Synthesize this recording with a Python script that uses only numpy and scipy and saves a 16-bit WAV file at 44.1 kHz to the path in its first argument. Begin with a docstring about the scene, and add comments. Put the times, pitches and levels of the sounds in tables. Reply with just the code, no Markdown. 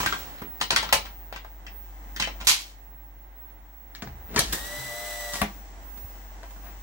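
"""A plastic rattle comes first: a cassette is pulled out of a top-loading video tape machine and set down.
Under it the machine hums and whirs, its wooden shelf booms, and two picture-line whistles sing near the
top of hearing. A hand presses the lid shut, the threading motor whines for a second and stops with a
clunk. Each blow is a burst of tiny contacts that rings the cassette shell or the chassis.
Heard in a small furnished room, close up, through the two microphones of a hand-held phone."""
import sys
import numpy as np
from scipy import signal
from scipy.fft import rfft, irfft
from scipy.io import wavfile
from scipy.ndimage import uniform_filter1d

SR = 44100
rng = np.random.default_rng(int(sys.argv[2]) if len(sys.argv) > 2 else 0)


def file_out(sig):
    """Save sig as 16-bit WAV at sys.argv[1]."""
    # one column per channel
    cols = np.atleast_2d(sig).T
    # limit, then scale
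    lim = np.clip(cols, -1, 1)
    pcm = np.round(lim * 32767).astype(np.int16)
    wavfile.write(sys.argv[1], SR, pcm)


N = 300762
T = np.arange(N) / SR


def undb(db):
    return 10 ** (np.asarray(db, float) / 20)


def over_hz(table, hz):
    """Read (frequency, value) rows on a log-frequency axis."""
    at, value = np.transpose(table)
    return np.interp(np.log(hz + 1), np.log(at + 1), value)


def curves(table):
    """Join (time, values...) rows into one curve for each value column."""
    times, *columns = np.transpose(table)
    return [np.interp(T, times, column) for column in columns]


def band(x, lo_hz, hi_hz):
    sos = signal.butter(2, [lo_hz, min(hi_hz, .45 * SR)], "band", fs=SR, output="sos")
    return signal.sosfilt(sos, x)


def walk(rate):
    """Random levels held 1 / rate s and smoothed twice."""
    hold = int(SR / rate)
    steps = np.repeat(rng.standard_normal(N // hold + 1), hold)
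    return uniform_filter1d(uniform_filter1d(steps, hold), hold)[:N]


def tone(hz):
    return np.sqrt(2) * np.sin(2 * np.pi * np.cumsum(hz + 0 * T) / SR)


def decay(t, t60):
    return np.exp(-np.log(1000) * t / t60)


def gate(on_s, off_s, edge_s):
    return np.clip(np.minimum(T - on_s, off_s - T) / edge_s + .5, 0, 1)


def pan(left_minus_right_db):
    return undb(np.array([[left_minus_right_db], [-left_minus_right_db]]) / 2)


def add(out, start_s, x):
    i = int(start_s * SR)
    out[:, i:i + x.shape[-1]] += x[..., :N - i]


def ring(contacts, modes, t, centre_hz, spread):
    """Contacts ring the modes near the centre; each blow lands elsewhere, so pitch and strength scatter."""
    hz, t60 = np.transpose(modes)[:, :, None]
    detune, strength = rng.standard_normal((2, len(modes), 1))
    waves = np.sin(2 * np.pi * hz * (1 + .02 * detune) * t) * decay(t, np.clip(t60, .015, .11))
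    weights = np.exp(-(np.log(hz / centre_hz) / spread) ** 2) * undb(3 * strength)
    response = np.sum(weights * waves, axis=0)
    return signal.fftconvolve(contacts, response[None], axes=1)[:, :len(t)]


# Low modes of the thud under a blow: (frequency [Hz], t60 [s])
THUD_MODES = [(165, 0.035), (205, .08), (250, .05), (330, .05), (410, 0.07)]


def blows(knocks, scrapes, modes, ring_db, snap_hz, lag_s, pan_db, room_db):
    """Rattling contacts ring a body; returns the sound at the microphones and the sound sent to the walls."""
    near, far = np.zeros((2, N)), np.zeros((2, N))
    t = np.arange(int(.3 * SR)) / SR
    end_fade = np.clip(20 * (.3 - t), 0, 1)
    knock_rise_s, chatter_db, grit_db = .0011, -15.5, 5
    events = [row + (knock_rise_s,) for row in knocks] + scrapes
    for start_s, db, hz, thud_db, snap_db, crack_db, rattle_s, rise_s in events:
        chatter = undb(chatter_db) * decay(t, 2.7 * rattle_s)  # loose parts rattle on
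        envelope = (1 - np.exp(-t / rise_s)) * (decay(t, rattle_s) + chatter) * end_fade
        # three unrelated rattles: one straight to the phone, two to the walls
        contacts = envelope * rng.standard_normal((3, len(t)))
        contact_sizes = np.repeat(rng.standard_normal(len(t) // 40 + 1), 40)[:len(t)]
        contacts *= undb(grit_db * contact_sizes)
        knock = band(contacts, hz / 1.9, hz * 2.3)
        body = ring(contacts, modes, t, hz, spread=.3)
        thud = ring(contacts, THUD_MODES, t, centre_hz=300, spread=.5)
        snap = -band(contacts, *snap_hz)  # inverted, as neighbouring bands meet out of phase
        crack = band(contacts, 8500, 16000)
        parts = [(knock, 0), (body, ring_db), (thud, thud_db), (snap, snap_db), (crack, crack_db)]
        sound = sum(undb(part_db) * x / np.linalg.norm(x, axis=1, keepdims=True) for x, part_db in parts)
        sound *= undb(db) * np.linalg.norm(envelope) / envelope.max()
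        left = np.pad(sound[0], (int(lag_s * SR), 0))[:len(t)]  # the left microphone is further off
        add(near, start_s, pan(pan_db[int(start_s * SR)]) * np.array([left, sound[0]]))
        add(far, start_s, undb(room_db) * sound[1:])
    return np.array([near, far])


# Close knocks on the cassette shell; thud, snap and crack are relative to the knock:
# (time [s], level [dB], centre [Hz], thud [dB], snap [dB], crack [dB], rattle t60 [s])
CASSETTE_KNOCKS = [(0.002, -25, 1180, -6, -21, -11, .024), (0.03, -28.5, 1020, -12, -25, -23, 0.038),
                   (0.061, -19.5, 1380, -10, -11, -11.5, 0.015),
                   (0.124, -22.5, 1450, -10.5, -39, -24, 0.013), (0.191, -47, 1020, -9, -9, 3, 0.033),
                   (0.377, -52.5, 1430, -3, -7, -13, .1), (0.417, -40.5, 990, 6.5, -38, -8, 0.055),
                   (0.611, -24.5, 1010, -12.5, 2.5, -21, 0.015), (0.705, -22, 884, -24, 3.5, -34, 0.019),
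                   (0.727, -27, 1390, -3, -30, -25, 0.014), (0.761, -17, 1580, -25, 1.5, -16, 0.013),
                   (0.825, -32.5, 900, -18, -2, -23, .05), (0.89, -34.5, 1540, -23, -9, -17, 0.017),
                   (0.925, -15, 940, -39, 0, -4.5, 0.023), (1.05, -44, 1380, -18, -5, -16, 0.079),
                   (1.325, -35.5, 990, -23, -28, -15.5, 0.035), (1.36, -35.5, 1370, -28, -9, -17, 0.015),
                   (1.445, -41, 770, -24, -25, -17, 0.015), (1.665, -39, 2620, -32, -3, -48, 0.019),
                   (2.161, -36, 2210, -11, -1, -13, 0.036), (2.197, -28, 1100, -5, 4, -28, 0.025),
                   (2.223, -20, 2740, -23, -6, -41, 0.014), (2.273, -28, 830, -10, -7, -38, 0.0065),
                   (2.402, -41.5, 1020, -8, -4.5, -26, 0.025), (2.41, -38, 1080, -10, -4.5, -17, 0.025),
                   (2.447, -56.5, 1090, -24, 11.5, 5, 0.072), (2.469, -30, 1260, -44, 14, 4, 0.17),
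                   (2.494, -31.5, 1540, -39, 16, -19, 0.034)]
# Scrapes, first of the cassette and later of the machine:
# (time [s], level [dB], centre [Hz], thud [dB], snap [dB], crack [dB], rattle t60 [s], rise [s])
SCRAPE_STROKES = [(0.0, -54.5, 1200, 3, 9, -11, .3, .005), (0.14, -55, 1230, -6, -1.5, -8, 0.39, 0.12),
                  (0.6, -45.5, 1940, 1, 0, -11, 0.062, 0.011), (0.78, -43, 1310, -5, -12, -20, .3, .03),
                  (4.041, -58, 930, 12, -25, -20, 0.11, .007), (4.282, -54, 990, 13, -7, -21, .5, 0.039),
                  (4.42, -48.5, 1870, -10, 3.5, -6, 0.73, 0.012),
                  (5.329, -41, 1080, -3.5, 6, -17, 0.13, 0.0081),
                  (6.621, -53, 850, -4.5, -18, -19, .34, 0.027)]
# Modes of the plastic shell: (frequency [Hz], t60 [s])
SHELL_MODES = [(510, 0.021), (720, 0.035), (880, 0.045), (1040, 0.04), (1190, .035), (1380, .03),
               (1560, 0.04), (1900, .025), (2080, 0.025), (2650, 0.018), (3150, .016)]
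# The cassette passes left of the phone, then off to the right: (time [s], left minus right [dB])
CASSETTE_PATH = [(0, -2), (.9, 4.5), (1.7, 0.5), (2.5, -4.5)]
CASSETTE_DOWN_S = 3


def cassette():
    """The plastic shell clacks and scrapes as it is pulled out, carried past the phone and set down."""
    scrapes = [row for row in SCRAPE_STROKES if row[0] < CASSETTE_DOWN_S]
    return blows(CASSETTE_KNOCKS, scrapes, SHELL_MODES, ring_db=0, snap_hz=(2400, 7140),
                 lag_s=.00016, pan_db=curves(CASSETTE_PATH)[0], room_db=0)


# How alike machine noise is at the two microphones: (frequency [Hz], correlation [0-1])
MIC_CORRELATION = [(60, 0.17), (290, 1), (640, 0.72), (1400, 0), (3000, .0)]


def machine_noise(spectrum):
    """Stereo noise of a given colour and rms 1, most alike left and right in the low mids."""
    hz = np.arange(N // 2 + 1) * SR / N
    alike = over_hz(MIC_CORRELATION, hz)
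    mid, side = rfft(rng.standard_normal((2, N))) * undb(over_hz(spectrum, hz))
    stereo = irfft(mid * np.sqrt(1 + alike) + side * np.sqrt(1 - alike) * np.array([[1], [-1]]), N)
    return stereo / np.sqrt(np.mean(stereo ** 2))


# The running machine from close by: (time [s], hum [dB], air [dB], bearings [dB])
IDLE_LEVELS = [(0, -42.5, -40.5, -32.5), (.4, -50.5, -49, -64.5), (.85, -42.5, -50.5, -59.5),
               (1.5, -44.5, -54, -67), (2.44, -39, -50, -58), (2.52, -49.5, -54, -58),
               (2.95, -46, -57, -71), (3.8, -48.5, -56.5, -70), (4.5, -43.5, -45.5, -62.5),
               (4.75, -46, -47, -65), (4.9, -58, -48.5, -69), (5.08, -46, -50.5, -50),
               (5.6, -43, -49.5, -58), (6.3, -43, -51, -58.5), (6.82, -41.5, -51, -58.5)]
# Motor hum, a little under mains pitch: (time [s], frequency [Hz])
HUM_PITCH = [(0, 49.2), (.9, 48.8), (1.1, 48.3), (4.3, 48.4), (5.2, 47.7), (6.4, 47.7), (6.82, 48.2)]
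# Transformer partials: (frequency [Hz], level relative to the hum [dB])
TRANSFORMER_BUZZ = [(99.8, -28.5), (199.4, -27.5), (299.3, -26.5), (802, -26.5), (1592, -31)]
# Low rush of air: (frequency [Hz], relative density [dB])
AIR_SPECTRUM = [(25, -54), (40, -35), (62, -19.5), (75, -25), (110, -35.5), (165, -37), (205, -33),
                (243, -36.5), (287, -32.5), (355, -36.5), (500, -38.5), (780, -32), (1330, -41),
                (1640, -40), (2050, -38), (2400, -49), (4000, -53), (6000, -76.5)]
# Fine whirr of the bearings: (frequency [Hz], relative density [dB])
BEARING_SPECTRUM = [(1500, -47.5), (2500, -3), (3760, -8.5), (4300, -7.5), (5240, -7.5), (5750, -1),
                    (6810, -7), (7570, -2.5), (9090, -15.5), (12500, -20), (13500, -18.5), (15000, -36),
                    (15600, -15.5)]


def idling_machine():
    """Motor hum, transformer buzz, air and bearing noise; the hum dips while the threading motor pulls."""
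    hum_db, air_db, bearing_db = curves(IDLE_LEVELS)
    hum = tone(curves(HUM_PITCH)[0])
    buzz = sum(undb(db + 2 * walk(6.6)) * tone(hz) for hz, db in TRANSFORMER_BUZZ)
    air = undb(air_db + walk(9)) * machine_noise(AIR_SPECTRUM)
    bearings = undb(bearing_db + walk(12)) * machine_noise(BEARING_SPECTRUM)
    return undb(hum_db) * (hum + buzz) + air + bearings


# Pitches of the two picture-line whistles: (time [s], lower [Hz], upper [Hz])
WHISTLE_PITCHES = [(0, 15580, 15741), (5.1, 15580, 15740), (5.6, 15580, 15726), (6.82, 15581, 15730)]
# Their mean levels at the phone: (time [s], lower [dB], upper [dB])
WHISTLE_LEVELS = [(0, -55, -43.5), (.9, -47, -62), (1.4, -60, -62), (2, -47, -60.5), (2.7, -63.5, -56.5),
                  (3.6, -69, -54.5), (4.401, -49.5, -54.5), (5.1, -49, -74), (5.7, -52, -63),
                  (6.82, -48.5, -64)]


def line_whistles():
    """Line-rate tones waver as the phone drifts through their standing waves, stronger on the right."""
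    out = np.zeros((2, N))
    flutter = 1 + .06 * tone(50) + .03 * tone(110)  # weak sidebands
    for hz, db, pan_db in zip(curves(WHISTLE_PITCHES), curves(WHISTLE_LEVELS), (-2.5, -7)):
        # each microphone meets another part of the standing wave
        at_mics = np.array([undb(5.5 * walk(11)) * tone(hz + 4 * walk(8)) for _ in range(2)])
        out += undb(db + 3 * walk(7)) * pan(pan_db) * at_mics * flutter
    return out


# Booms of the wooden shelf under the machine: (time [s], level [dB], frequency [Hz], t60 [s])
SHELF_BOOMS = [(0.07, -46, 57.9, 0.32), (0.739, -39, 72, 0.4), (0.9, -41, 73.4, 1),
               (4.041, -35.5, 127, 0.46), (4.08, -37, 72.4, 1.0), (4.341, -33, 68.3, 0.27),
               (4.401, -37, 70.1, 0.52), (4.46, -26, 55.7, 0.32), (4.778, -37, 128, 0.46),
               (6.041, -17, 73.5, 0.048)]


def shelf():
    """Soft low blows from the hand and the moving parts ring the board, alike at both microphones."""
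    out, t = np.zeros((2, N)), np.arange(SR) / SR
    swell = 1 - np.exp(-t / .013)
    for start_s, db, hz, t60 in SHELF_BOOMS:
        add(out, start_s, undb(db) * swell * np.sin(2 * np.pi * hz * t) * decay(t, t60))
    return out


# Close knocks on the chassis; thud, snap and crack are relative to the knock:
# (time [s], level [dB], centre [Hz], thud [dB], snap [dB], crack [dB], rattle t60 [s])
CHASSIS_KNOCKS = [(3.5, -64, 775, -3.5, -1, -19, .04), (3.949, -41, 1970, -11.5, -3.5, -31.5, .024),
                  (4.021, -34, 704, 2.5, -8.5, -43, 0.036), (4.072, -39, 786, -1, -18, -28, 0.022),
                  (4.301, -61, 953, 2, -11, -20, 0.023), (4.34, -39.5, 740, -3, -14, -11, 0.1),
                  (4.36, -23.5, 960, 1, -1.5, -39, 0.051), (4.376, -23.5, 1790, -1.5, -28, -10, 0.06),
                  (4.39, -23, 760, -8, 9, -0.5, 0.021), (4.524, -34, 1880, 1.5, -0.5, -7, 0.048),
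                  (5.354, -33, 1040, -9, -8, -6, 0.033), (5.414, -19.5, 873, -1, -19, -10, 0.04),
                  (5.974, -51.5, 720, 6, -1.5, -17, 0.042), (6.43, -46.5, 840, -25, -14, -20, 0.12),
                  (6.507, -51, 850, -15, -3, -23, 0.047), (6.561, -52, 615, -4, -18, -16, 0.082)]
# Modes of the chassis: (frequency [Hz], t60 before ring() caps it [s])
CHASSIS_MODES = [(480, 0.21), (694, 0.11), (800, 0.048), (990, 0.066), (1141, 0.05), (1384, 0.029),
                 (1870, 0.05), (2250, 0.02), (2790, 0.024)]


def lid_and_loading_gear():
    """Lid, latch and loading gear strike and scrape the chassis, louder at the left microphone."""
    scrapes = [row for row in SCRAPE_STROKES if row[0] >= CASSETTE_DOWN_S]
    return blows(CHASSIS_KNOCKS, scrapes, CHASSIS_MODES, ring_db=-2.5, snap_hz=(3350, 7900),
                 lag_s=.0001, pan_db=np.full(N, 4), room_db=-3)


# The motor spins up, then slows a little under load: (time [s], gear mesh [Hz], commutator [dB])
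MOTOR_RUN = [(4.52, 1782, -58), (4.66, 1930, -54), (4.74, 1977, -42), (4.82, 1997, -56),
             (4.92, 1978, -43.5), (5.05, 2017, -44.5), (5.18, 1977, -45), (5.33, 1958, -42.5),
             (5.37, 1934, -53), (5.42, 1880, -51)]
# Other partials of the gears: (frequency [multiple of the mesh], level relative to the mesh [dB])
GEAR_PARTIALS = [(2, -10), (3, -15), (4, -13), (.4, -18), (.473, -17), (.6, -19)]
# Two fluttering buzzes of fixed pitch, near 700 Hz and lower, while the motor pulls: (frequency [Hz], level
# [dB])
LOAD_TONES = [(704, -47.5), (466, -64)]
# Whirr of the brushes: (frequency [Hz], relative density [dB])
BRUSH_SPECTRUM = [(150, -57), (400, -13.5), (1000, -12), (1800, -7), (2350, -16), (3600, -7.5),
                  (4400, -12.5), (5800, -10.5), (6800, -12.5), (8000, -8), (9500, -15.5), (15500, -11)]


def threading_motor():
    """Meshing gears whine, two fixed-pitch buzzes flutter while the motor pulls, and the brush noise pulses
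    with the commutator."""
    on_s, full_speed_s, off_s = 4.526, 4.71, 5.418
    mesh_hz, commutator_db = curves(MOTOR_RUN)
    mesh_hz *= 1 + .002 * walk(60)
    whine = undb(2.6 * walk(150)) * tone(mesh_hz)
    for order, db in GEAR_PARTIALS:
        whine += undb(db + 3 * walk(60)) * tone(order * mesh_hz * (1 + .007 * walk(220)))
    whine *= undb(-41.5 - 3.5 * gate(0, full_speed_s, .037))  # weaker until full speed
    commutator = tone(.3 * mesh_hz)
    flutter = sum(undb(db + 3.5 * walk(45)) * tone(hz + 9 * walk(45)) for hz, db in LOAD_TONES)
    flutter *= gate(on_s=4.87, off_s=5.32, edge_s=.05)
    brushes = machine_noise(BRUSH_SPECTRUM) * (1 + .13 * commutator) * undb(1.3 * walk(160))
    inrush_db = 18.5 * np.exp(-np.abs(T - on_s) / .027)  # the brushes rasp at switch-on
    tones = whine + undb(commutator_db) * commutator + flutter
    return gate(on_s, off_s, .008) * (pan(1) * tones + undb(-37.5 + inrush_db) * brushes)


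# Reverberation of the small furnished room: (frequency [Hz], t60 [s])
ROOM_DECAY = [(250, 0.24), (1000, 0.19), (2000, 0.21), (4000, 0.24), (8000, 0.16), (14000, 0.15)]


def room(sent):
    """Dense echoes die fastest in the high treble; their bass reaches both microphones alike."""
    t = np.arange(SR // 2) / SR
    tail = np.zeros((2, len(t)))
    for hz in 125 * 2 ** np.arange(8):
        octave = band(rng.standard_normal(tail.shape), hz / np.sqrt(2), hz * np.sqrt(2))
        tail += octave * decay(t, over_hz(ROOM_DECAY, hz))
    tail *= 1 - np.exp(-t / .00022)
    tail /= np.sqrt(np.sum(tail ** 2) / 2)
    left, right = signal.fftconvolve(sent, tail, axes=1)[:, :N]
    mid, side = left + right, band(left - right, 600, 20000)
    return undb(.5) * np.array([mid + side, mid - side]) / 2


def scene():
    """Everything as it reaches the phone; only the knocks and scrapes echo in the room."""
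    near, far = cassette() + lid_and_loading_gear()
    return near + room(far) + shelf() + threading_motor() + idling_machine() + line_whistles()


# Colour of the phone's two microphone ports: (frequency [Hz], left minus right [dB])
MIC_BALANCE = [(60, 1), (250, -2.5), (600, 2), (1300, 3.5), (2400, 2), (4400, 1), (8000, -2.5), (15000, -1)]


def record(dry):
    """The phone colours left and right, drops the lowest bass, rounds the peaks and cuts the top."""
    bottom_hz, top_hz, ceiling = 37, 15900, .72
    hz = np.arange(N // 2 + 1) * SR / N
    tilt = undb(np.outer([.5, -.5], over_hz(MIC_BALANCE, hz)))
    coloured = irfft(rfft(dry) * tilt, N)
    bass_cut = signal.sosfilt(signal.butter(5, bottom_hz, "high", fs=SR, output="sos"), coloured)
    rounded = ceiling * np.tanh(bass_cut / ceiling)
    return signal.sosfilt(signal.ellip(12, .2, 100, top_hz, fs=SR, output="sos"), rounded)


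dry = scene()
out = record(dry)
file_out(out)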